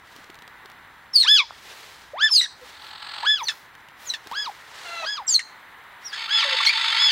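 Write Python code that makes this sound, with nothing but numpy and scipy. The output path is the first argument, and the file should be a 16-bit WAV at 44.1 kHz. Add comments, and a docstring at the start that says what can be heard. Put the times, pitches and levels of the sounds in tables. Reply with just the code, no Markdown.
"""Open grass outdoors, with small otters close to a nearly mono microphone with gain control.
One gives arched chirps, another thin falling whistles that snap down into short squeaks: harmonics on gliding pitches.
Low hums and short sine pips come between or during them; growls and a loud rasp are noise throbbing in resonances.
Paws rustle the grass in swells of coloured noise, with small dry ticks and soft knocks.
Steady noise makes the distant outdoor wash, and short noise responses make the echoes."""
import sys
import numpy as np
from scipy import signal
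from scipy.fft import rfft, irfft
from scipy.io import wavfile
from scipy.ndimage import uniform_filter1d

SR = 44100
rng = np.random.default_rng(int(sys.argv[2]) if len(sys.argv) > 2 else 0)


def generate_wav(sig):
    """Save sig (samples, or channels by samples) to the path in sys.argv[1] as 16-bit PCM at SR."""
    pcm = np.round(np.clip(np.atleast_2d(sig).T, -1, 1) * 32767).astype(np.int16)
    wavfile.write(sys.argv[1], SR, pcm)


N = 313874

# Arched chirps: start t/s, rise t/s, hold t/s, fall t/s, start f/Hz, top f/Hz, end f/Hz, bend of the fall,
#   share of the fall after which overtones shut off, effort level/dB at five points (start, reaching the top,
#   leaving the top, shut-off, end), mid-top swell level/dB, 1st harmonic against 2nd level/dB,
#   its change across the top level/dB, 3rd harmonic against 2nd level/dB
ARCH_CHIRPS = [(1.245, .042, 0.078, 0.091, 860, 1731, 1032, 2.9, 0.46, -17.5, -6.5, -3.5, -8.5, -39, -0.5, -11.5, -8.5, -4.5),
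               (2.133, 0.088, 0.061, 0.042, 508, 1758, 904, 1.64, 0.32, -43, -22, -24.5, -31.5, -56, 11, 1.5, -2, -2.5),
               (3.229, 0.039, 0.096, 0.074, 759, 1730, 928, 1.4, 0.6, -33, -22, -29, -29, -34, 10, 0.5, -12, -6.5),
               (4.312, .05, 0.087, 0.054, 840, 1698, 907, 2.23, 0.27, -35.5, -35.5, -37.5, -32.5, -41, 6, 6, -14.5, 2.5),
               (5.019, 0.049, .095, 0.071, 654, 1692, 928, 2.6, 0.25, -45, -32.5, -35.5, -33.5, -52, 2, 5.5, -14, 3.5),
               (6.276, .035, .088, .04, 1236, 1717, 1053, 1.2, .9, -28, -26, -18.5, -20, -30, 3.5, -3.5, -31, -4),
               (6.942, 0.042, 0.11, 0.045, 996, 1720, 1027, 0.9, .9, -46, -26.5, -17.5, -8, -20, 7.5, -21, 1, -2.5)]
# Throat colour of the chirps: f/Hz, level/dB
CHIRP_THROAT = [(500, 6), (900, 1), (1350, -7), (1750, 0.5), (2200, -4.5), (2700, -10), (3400, 0.5),
                (4200, -5), (5200, -4.5), (7000, -12), (9000, -21.5)]
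# Falling whistles, some overlapping; one glide per list: t/s, f/Hz, level/dB
WHISTLE_GLIDES = [
    [(1.133, 5530, -31), (1.152, 4850, -24.5), (1.16, 4640, 0), (1.18, 4350, -9.5), (1.21, 4307, -5.5),
     (1.228, 3790, -13)],
    [(2.285, 5290, -38), (2.325, 5296, -16.5), (2.343, 4860, -12), (2.354, 5020, -14.5),
     (2.366, 4403, -5.5), (2.39, 4000, -5), (2.408, 3690, -12.5)],
    [(3.45, 4710, -39), (3.467, 4410, -39), (3.476, 4210, -22), (3.483, 4150, -43)],
    [(4.093, 4250, -34), (4.104, 4020, -21.5), (4.112, 3900, -33), (4.133, 3910, -48)],
    [(5.285, 5105, -26), (5.32, 4600, -31), (5.338, 4520, -34), (5.345, 4470, -12), (5.365, 4113, -6.5),
     (5.388, 3960, -73)],
    [(6.033, 5540, -54), (6.064, 5730, -34), (6.082, 5160, -38.5), (6.112, 4520, -44)],
    [(6.661, 4560, -21), (6.669, 4070, -8), (6.676, 3900, -33)],
    [(2.305, 7600, -52.5), (2.34, 6580, -29), (2.36, 6300, -21.5), (2.375, 6240, -42.5)],
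    [(3.428, 6700, -50), (3.442, 5910, -31), (3.472, 5840, -60)],
    [(4.055, 7400, -50), (4.07, 6880, -38), (4.085, 6420, -31), (4.11, 5360, -38)],
    [(5.268, 7470, -32.5), (5.3, 7450, -21), (5.347, 6070, -19.5), (5.355, 5900, -40)],
    [(6.638, 8080, -60), (6.658, 5820, -27), (6.668, 5130, -36)],
]
# Squeaks that close a whistle: start t/s, length t/s, start f/Hz, end f/Hz, 1st, 2nd and 3rd harmonic level/dB,
#   fade level/dB, lines halfway between harmonics level/dB, overshoot of the start as a share of the pitch
CLOSING_SQUEAKS = [(1.231, 0.033, 1810, 1670, -27.5, -15, -28, -2.5, -18, 0.19),
                   (2.411, 0.056, 1957, 1640, -25.5, -18, -27, -12, -16, .12),
                   (3.4836, 0.041, 1787, 1200, -20.5, -22.5, -30, -18.5, -10.5, 0.22),
                   (4.137, .029, 1713, 1620, -29, -30, -39, -20, -2.5, 0.18),
                   (5.392, 0.022, 1870, 1520, -19.5, -32, -30, -21.5, -5.5, 0.21),
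                   (6.128, .06, 1677, 1940, -33.5, -37, -40, -10, -15, .01),
                   (6.671, .04, 2217, 2590, -12.5, -12, -31.5, -4, -10, 0.0084)]
# Low hums: start t/s, length t/s, start f/Hz, end f/Hz, start level/dB, end level/dB
LOW_HUMS = [(4.845, .21, 683, 623, -43.5, -37.5), (6.444, 0.11, 549, 497, -40, -43.5)]
# Throat colour of the hums: f/Hz, level/dB
HUM_COLOUR = [(500, 6.5), (700, -3.5), (1350, 0), (2000, -4), (2700, 1), (3300, -12), (4000, -1.5),
              (4700, -34), (6000, -14)]
# Short sine pips: start t/s, peak level/dB, f/Hz, length t/s
SINE_PIPS = [(1.507, -23.5, 1050, 0.0024), (2.365, -25.5, 2820, 0.025), (2.604, -40, 500, 0.054),
             (5.276, -16.5, 5780, 0.012), (6.6, -18, 1135, 0.013)]
# Growl swells: start t/s, length t/s, start level/dB, end level/dB
GROWL_SWELLS = [(2.66, .61, -46, -33), (4.72, 0.37, -47, -41)]
# Noise spectrum of the growls: f/Hz, relative level/dB
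GROWL_SPECTRUM = [(500, -22), (840, -3.5), (1550, -5), (2430, -8.5), (3000, -4.5), (4400, -1),
                  (5700, -27.5), (7300, -27.5), (8100, -16.5), (9300, -39.5)]
# Resonances of the growls: f/Hz
GROWL_RESONANCES = [850, 1340, 1700]
# Rasp swells: start t/s, length t/s, start level/dB, end level/dB
RASP_SWELLS = [(6.11, 0.164, -29, -34), (6.275, .85, -23, -20.5)]
# Noise spectrum of the rasp: f/Hz, relative level/dB
RASP_SPECTRUM = [(300, -41), (760, -19.5), (900, -8), (1700, -5), (3500, -2.5), (5100, -6), (5700, -29.5),
                 (6600, -15.5), (7400, -27), (8200, -20.5), (9200, -38), (10000, -28.5), (10700, -43),
                 (11400, -33), (14000, -69)]
# Resonances of the rasp: f/Hz
RASP_RESONANCES = [894, 1369, 1810, 1991, 2208, 2680, 3150, 3500, 3490, 3774, 4360, 4480]
# Paws and fur in the grass: start t/s, length t/s, rustle swell level/dB, fine hiss swell level/dB
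GRASS_MOVES = [(0, 0.36, -54, -65), (1.432, 0.8, -45, -58), (2.54, 0.32, -48.5, -60),
               (2.77, 0.21, -52, -61), (3.294, 0.44, -51, -54), (3.955, 0.27, -48.5, -51),
               (4.15, 0.65, -49.5, -62), (4.56, 0.74, -43, -75), (5.988, 0.19, -51.5, -62),
               (6.3, 1.3, -54, -74)]
# Noise spectrum of the rustle: f/Hz, relative level/dB
GRASS_SPECTRUM = [(150, -23.5), (400, 13.5), (1500, 16.5), (4000, 15), (8000, 4.5), (15500, -9)]
# Small dry ticks: t/s, level/dB
DRY_TICKS = [(0.163, -36), (0.243, -40), (0.3009, -38), (0.344, -39), (0.355, -40), (0.389, -41),
             (0.4218, -37), (0.4781, -38), (0.658, -36.5), (0.6995, -37.5), (0.717, -40), (3.752, -40),
             (3.886, -38), (4.2716, -29.5), (4.3138, -31.5), (4.3218, -31)]
# Soft knocks on the hand-held body: t/s, peak level/dB, f/Hz
BODY_KNOCKS = [(0.186, -44, 280), (0.297, -38.5, 350), (0.424, -48, 240), (0.651, -43.5, 384),
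               (4.261, -43, 367), (4.311, -44, 247)]
# Noise spectrum of the outdoor wash: f/Hz, relative level/dB
WASH_SPECTRUM = [(25, -26.5), (60, -11), (180, -15), (600, -13), (950, -2), (1140, -4), (1970, -2),
                 (2550, -14), (3900, -16), (5300, -37), (15600, -29)]
# Wash above the rumble: t/s, level/dB
WASH_CURVE = [(0, -50.5), (.65, -47), (1.4, -51.5), (1.85, -51.5), (7.117, -44)]
# Rumble below the wash: t/s, level/dB
RUMBLE_CURVE = [(0, -62), (7.117, -67)]

MOUTH_HZ, MOUTH_DB_PER_KHZ = 7200, -3   # above this the mouth radiates ever less
ARCH_CROWN, RISE_BEND = 0.045, 1.2   # the top bows by this share; above 1 a rise starts slowly
OVERTONES_SHUT_DB, SHUT_S = -30, 0.02   # overtones grow through the rise and shut off quickly in the fall
UPPER_STEP_DB, STEP_PER_EFFORT = -7.5, 0.16   # 4th and 5th harmonics step down, the 5th further when soft
TAIL_SAG_HZ_PER_S = 3500   # extra sinking of the pitch after the shut-off
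OCTAVE_DB, OCTAVE_GROWTH = -20, 1.05   # a whistle's octave grows faster than the whistle
OCTAVE_DB_PER_KHZ = -12   # and weakens for whistles above 5.3 kHz
SQUEAK_BEND, OVERTONE_LOSS_DB = 4.0, -32   # the pitch gives way late, and overtones die with it
SQUEAK_STEP_DB = -8.5   # from one upper harmonic to the next
HUM_SETTLE_S, HUM_SETTLE_SHARE, HUM_SETTLE_DB = 0.037, 0.061, -2   # a hum starts sharp and dull
SWELL_IN_S, SWELL_OUT_S, SWELL_EDGE_DB = 0.11, 0.0098, -11
RUSTLE_PEAK_SHARE, RUSTLE_FLOOR_DB = 0.39, -63.5   # where in a movement it peaks; constant stir
ECHO_S, ECHO_DB = 0.017, -15   # one distinct echo from a nearby wall
CUTOFF_HZ = 15790


def arches():
    """The pitch climbs, bows over a held top and slides off; the throat colours each harmonic as it passes."""
    notes = []
    for row in ARCH_CHIRPS:
        start, rise, hold, fall, start_hz, top_hz, end_hz, bend, shut = row[:9]
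        *effort_db, swell_db, first_db, loss_db, third_db = row[9:]
        t = np.arange(0, rise + hold + fall, 0.002)
        up = np.clip(t / rise, 0, 1)
        across = np.clip((t - rise) / hold, 0, 1)
        down = np.clip((t - rise - hold) / fall, 0, 1)

        bow = 4 * across * (1 - across)
        shoulder_hz = top_hz * (1 - ARCH_CROWN)
        climb_hz = (shoulder_hz - start_hz) * up ** RISE_BEND
        slide_hz = (shoulder_hz - end_hz) * (1 - (1 - down) ** bend)
        sag_hz = TAIL_SAG_HZ_PER_S * fall * np.maximum(down - shut, 0)
        pitch = start_hz + climb_hz + top_hz * ARCH_CROWN * bow - slide_hz - sag_hz

        corners = np.cumsum([0, rise, hold, shut * fall, (1 - shut) * fall])
        level_db = np.interp(t, corners, effort_db) + swell_db * bow
        closing = np.clip((down - shut) * fall / SHUT_S, 0, 1)
        dull_db = OVERTONES_SHUT_DB * ((1 - up) ** 2 + closing)
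        first = first_db + loss_db * across * np.maximum(1 - down / shut, 0)
        third = third_db + dull_db
        fourth = third_db + 2 * dull_db + UPPER_STEP_DB
        fifth = fourth + UPPER_STEP_DB + STEP_PER_EFFORT * level_db
        levels = [level_db + share_db + through(CHIRP_THROAT, k * pitch)
                  for k, share_db in enumerate([first, dull_db, third, fourth, fifth], start=1)]
        notes.append(np.transpose([start + t, pitch, *levels]))
    return notes


def whistles():
    """Each falling whistle carries its octave, which thins out for the highest pitches."""
    notes = []
    for rows in WHISTLE_GLIDES:
        glide = []
        for s, hz, db in rows:
            high_loss_db = OCTAVE_DB_PER_KHZ * max(hz - 5300, 0) / 1000
            glide.append((s, hz, db, OCTAVE_DB + OCTAVE_GROWTH * db + high_loss_db))
        notes.append(glide)
    return notes


def whistle_hiss(below_db):
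    """Coloured hiss that rises and falls with the level of the whistles."""
    level = np.zeros(N)
    for rows in WHISTLE_GLIDES:
        first, (_, level_db) = span(rows)
        level[first:first + len(level_db)] += amp(level_db + below_db)
    hiss = coloured(rng.standard_normal(N), [(2000, -23.5), (3200, -4.5), (6800, -14.5), (15500, -20.0)])
    return uniform_filter1d(level, size=600) * hiss


def squeaks():
    """Strong and weak beats alternate, so the wave repeats at half the pitch; it fades from the snap on."""
    notes, u = [], np.linspace(0, 1, num=12)
    for start, length, hz, end_hz, first_db, second_db, third_db, fade_db, half_db, _ in CLOSING_SQUEAKS:
        late = u ** SQUEAK_BEND
        upper_db = fade_db * u / 2 + OVERTONE_LOSS_DB * late
        first = first_db + fade_db * u
        second, third = second_db + upper_db, third_db + upper_db
        upper = [third + SQUEAK_STEP_DB * k for k in range(1, 4)]
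        whole = [first - 40, first, second, third] + upper   # led by a stand-in below the 1st
        levels = []
        for low, high in zip(whole, whole[1:]):
            levels += [(low + high) / 2 + half_db, high]
        half_pitch = (hz + (end_hz - hz) * late) / 2
        notes.append(np.transpose([start + length * u, half_pitch, *levels]))
    return notes


def snaps(below_db):
    """The folds slap shut as a whistle drops into a squeak: a noise burst dying within milliseconds."""
    out, t = np.zeros(N), np.arange(300) / SR
    for rows in CLOSING_SQUEAKS:
        at = round(rows[0] * SR)
        burst = coloured(rng.standard_normal(300), [(1000, -20), (2200, 0), (14000, -30)])
        loudest_db = max(rows[5:7])   # of the 2nd and 3rd harmonic
        out[at:at + 300] += amp(loudest_db + below_db) * burst * np.exp(-t / 0.0015)
    return out


def growl(notes, spectrum, tube, tube_db, width_hz, per_s, depth, uneven, rough_db):
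    """Air forced through the windpipe, chopped by slack folds flapping unevenly."""
    out = np.zeros(N)
    for rows in notes:
        first, (level_db,) = span(rows)
        n = len(level_db)
        flap = np.cos(2 * np.pi * np.cumsum(per_s * (1 + uneven * wander(n, 17.8))) / SR)
        air = rng.standard_normal(n) * np.exp(depth * flap) * amp(rough_db * wander(n, 65))
        edges = np.minimum(1, np.arange(n) / (0.0075 * SR))
        out[first:first + n] += amp(level_db) * edges * coloured(air, spectrum, tube, tube_db, width_hz)
    return out


def swells(table):
    """Level curves of growls: a ramped entry, an even change in dB, a quick stop."""
    return [[(start, from_db + SWELL_EDGE_DB), (start + SWELL_IN_S, from_db),
             (start + length - SWELL_OUT_S, to_db), (start + length, to_db + SWELL_EDGE_DB)]
            for start, length, from_db, to_db in table]


def hums():
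    """A sharp, dull start settles; the pitch holds, then sags."""
    notes = []
    for start, length, hz, end_hz, start_db, end_db in LOW_HUMS:
        t = np.arange(0, length, 0.004)
        unsettled = np.maximum(1 - t / HUM_SETTLE_S, 0)
        pitch = hz * (1 + HUM_SETTLE_SHARE * unsettled) + (end_hz - hz) * (t / length) ** 4
        level_db = start_db + (end_db - start_db) * t / length
        levels = [level_db + through(HUM_COLOUR, k * pitch) + HUM_SETTLE_DB * unsettled * (k > 1)
                  for k in range(1, 10)]
        notes.append(np.transpose([start + t, pitch, *levels]))
    return notes


def pips():
    """Single smooth bursts of sine tone."""
    out = np.zeros(N)
    for s, peak_db, hz, length in SINE_PIPS:
        at, n = round(s * SR), round(length * SR)
        out[at:at + n] += amp(peak_db) * np.hanning(n) * np.sin(2 * np.pi * hz * np.arange(n) / SR)
    return out


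def voice(notes, fall_db, jitter, flutter, flutter_hz, breath_db, attack_s, round_s, count, kick=0):
    """Fluttering, breathy harmonics on an unsteady pitch; those past the last column fall by a fixed step."""
    out = np.zeros(N)
    for rows, overshoot in zip(notes, np.broadcast_to(kick, len(notes))):
        first, (pitch, *levels) = span(rows)
        n, t = len(pitch), np.arange(len(pitch)) / SR
        # Muscles round the corners of a glide, and fast glides are hoarser
        pitch = uniform_filter1d(pitch, round(round_s * SR), mode="nearest")
        strain = 1 + np.minimum(0.1 * np.abs(np.gradient(np.log(pitch))) * SR, 5)
        pitch = pitch * (1 + overshoot * np.exp(-t / 0.0035))   # a sudden start overshoots the pitch
        phase = 2 * np.pi * np.cumsum(pitch * (1 + jitter * strain * wander(n, 130))) / SR
        edges = np.minimum(1, np.minimum(t / attack_s, t[::-1] / 0.0014))
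        for k in range(1, count + 1):
            level_db = levels[min(k, len(levels)) - 1] + fall_db * max(k - len(levels), 0)
            if k > len(levels):
                level_db = level_db + MOUTH_DB_PER_KHZ * np.maximum(k * pitch - MOUTH_HZ, 0) / 1000
            waver = 1 + flutter * np.tanh(wander(n, flutter_hz))
            airy = 1 + amp(breath_db) * strain * wander(n, 800)   # turbulence spreads a skirt round each line
            audible = k * pitch < SR / 2.2   # keeps clear of aliasing
            tone = np.sqrt(2) * amp(level_db) * waver * airy * np.sin(k * phase) * audible
            out[first:first + n] += edges * tone
    return out


def grass(grainy_db):
    """Grainy rustle: each movement swells and dies over a faint constant stir, with a finer hiss on top."""
    t, level, fine = np.arange(N) / SR, amp(RUSTLE_FLOOR_DB), 0
    for start, length, peak_db, fine_db in GRASS_MOVES:
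        peak = start + RUSTLE_PEAK_SHARE * length
        share = np.interp(t, [start, peak, start + length], [0, 1, 0])
        shape = np.sin(share * np.pi / 2) ** 2
        level, fine = level + amp(peak_db) * shape, fine + amp(fine_db) * shape
    air = rng.standard_normal(N) * amp(grainy_db * wander(N, 40))
    hiss = coloured(rng.standard_normal(N), [(6000, -26), (9500, -2), (14000, 0)])
    return level * coloured(air, GRASS_SPECTRUM) + fine * hiss


def ticks(decay_s):
    """Small dry ticks: coloured noise bursts of a few milliseconds."""
    out, t = np.zeros(N), np.arange(256) / SR
    for s, level_db in DRY_TICKS:
        at = round(s * SR)
        tick = coloured(rng.standard_normal(256), [(500, 6.5), (4000, 6.0), (10000, -12.5), (12500, -10)])
        out[at:at + 256] += amp(level_db) * tick * np.exp(-t / decay_s)
    return out


def bumps(rise_s):
    """Low damped knocks on the hand-held body: a sine under a quick rise and decay."""
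    out, t = np.zeros(N), np.arange(2200) / SR
    shape = t / rise_s * np.exp(1 - t / rise_s)
    for s, peak_db, hz in BODY_KNOCKS:
        at = round(s * SR)
        out[at:at + 2200] += amp(peak_db) * shape * np.sin(2 * np.pi * hz * t)
    return out


def yard(x, t60):
    """Scattered echoes from ground, fences and walls: a decaying noise response."""
    t = np.arange(round(0.5 * SR)) / SR
    spectrum = [(300, 6), (1500, -12.5), (4500, 8.5), (9000, 11), (16000, -15.5)]
    response = coloured(rng.standard_normal(len(t)), spectrum)
    response = response * amp(-60 * t / t60) * np.minimum(1, t / 0.011)
    return signal.fftconvolve(x, response / np.sqrt(np.sum(response ** 2)))[:N]


def wash(patchy_db):
    """Far traffic, leaves and microphone hiss as coloured noise; the rumble below moves on its own."""
    air = coloured(rng.standard_normal(N), WASH_SPECTRUM)
    low = signal.sosfiltfilt(signal.butter(2, 300, fs=SR, output="sos"), air)
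    t = np.arange(N) / SR
    high_db = np.interp(t, *np.transpose(WASH_CURVE))
    low_db = np.interp(t, *np.transpose(RUMBLE_CURVE))
    return amp(high_db + patchy_db * wander(N, 20)) * unit(air - low) + amp(low_db) * unit(low)


def amp(db):
    """Decibels to gain."""
    return 10 ** (np.asarray(db) / 20)


def unit(x):
    """Scaled to rms 1."""
    return x / np.sqrt(np.mean(x ** 2) + 1e-20)


def span(rows):
    """First sample and columns of a table, sampled over its own length."""
    s, *columns = np.transpose(rows)
    first, last = max(round(s[0] * SR), 0), min(round(s[-1] * SR), N)
    return first, [np.interp(np.arange(first, last) / SR, s, c) for c in columns]


def wander(size, hz):
    """Random drift of rms 1, up to about hz changes a second."""
    r = np.exp(-2 * np.pi * hz / SR)
    noise = rng.standard_normal(size + 3000)
    return unit(signal.lfilter([1], [1, -2 * r, r * r], noise)[3000:])   # drops the filter's run-in


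def coloured(x, spectrum, tube=(), tube_db=0, width_hz=50):
    """x through a smooth spectrum, with the resonances of a tube standing out; rms 1."""
    hz = np.fft.rfftfreq(len(x), 1 / SR) + 1
    gain = amp(through(spectrum, hz))
    lift = 1 + sum(amp(tube_db) / (1 + (2 * (hz - c) / width_hz) ** 2) for c in tube)
    return unit(irfft(rfft(x) * gain * lift, len(x)))


def through(spectrum, hz):
    """Level in dB of a spectrum at a frequency, joined up along log frequency."""
    f, level_db = np.transpose(spectrum)
    return np.interp(np.log(hz), np.log(f), level_db)


def scene():
    """All sources sit in the middle; the two channels differ a little, mostly in the treble."""
    calls = voice(arches(), fall_db=-17.0, jitter=0.0045, flutter=0.33, flutter_hz=60, breath_db=-27,
                  attack_s=0.004, round_s=0.018, count=9)
    calls += voice(whistles(), fall_db=-15.0, jitter=0.003, flutter=0.51, flutter_hz=99, breath_db=-29,
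                   attack_s=0.0034, round_s=0.0045, count=3)
    calls += voice(squeaks(), fall_db=-6.0, jitter=0.017, flutter=0.74, flutter_hz=197, breath_db=-29.5,
                   attack_s=0.0004, round_s=0.0099, count=12, kick=np.transpose(CLOSING_SQUEAKS)[-1])
    calls += voice(hums(), fall_db=-5.0, jitter=0.004, flutter=0.6, flutter_hz=30, breath_db=-24,
                   attack_s=0.007, round_s=0.02, count=12)
    calls += snaps(below_db=-3.5) + pips() + whistle_hiss(below_db=-24.5)
    calls += growl(swells(GROWL_SWELLS), GROWL_SPECTRUM, GROWL_RESONANCES, tube_db=6.0, width_hz=35,
                   per_s=43, depth=0.6, uneven=0.05, rough_db=1.5)
    calls += growl(swells(RASP_SWELLS), RASP_SPECTRUM, RASP_RESONANCES, tube_db=7.5, width_hz=35,
                   per_s=53, depth=0.34, uneven=0.16, rough_db=1.5)
    # Small throats give no bass
    calls = signal.sosfilt(signal.butter(2, 380, "high", fs=SR, output="sos"), calls)
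    calls = calls + amp(ECHO_DB) * np.pad(calls, (round(ECHO_S * SR), 0))[:N]
    calls = calls + amp(-19.5) * yard(calls, t60=0.06)   # the ground and bodies close by blur each glide
    far = amp(-23) * yard(calls, t60=0.33)   # farther walls ring on

    mid = calls + far + grass(grainy_db=1.5) + ticks(decay_s=0.0022) + bumps(rise_s=0.0024)
    mid = mid + wash(patchy_db=0.1)

    treble = signal.butter(2, 3000, "high", fs=SR, output="sos")
    hiss_spectrum = [(30, -22), (200, 0), (500, -14), (2500, -8), (6000, 0), (15000, 0)]
    hiss = amp(-70) * coloured(rng.standard_normal(N), hiss_spectrum)
    side = amp(-27.0) * signal.sosfilt(treble, yard(mid, t60=0.03)) + hiss
    return np.array([mid + side, mid - side])


def record(dry):
    """Gain control pulls loud calls down fast and lets go gradually; peaks are rounded, the top is cut."""
    level_db = 10 * np.log10(uniform_filter1d(dry.mean(axis=0) ** 2, size=220) + 1e-12)
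    ramp = 100 * np.arange(N) / SR   # the held level falls by 100 dB per second
    held_db = np.maximum.accumulate(level_db + ramp) - ramp
    cut_db = uniform_filter1d(-0.45 * np.maximum(held_db + 18, 0), size=200)   # acts above -18 dB
    rounded = 0.9 * np.tanh(dry * amp(cut_db) / 0.9)
    return signal.sosfilt(signal.ellip(10, 0.3, 60, CUTOFF_HZ, fs=SR, output="sos"), rounded)


dry = scene()
out = record(dry)
generate_wav(out)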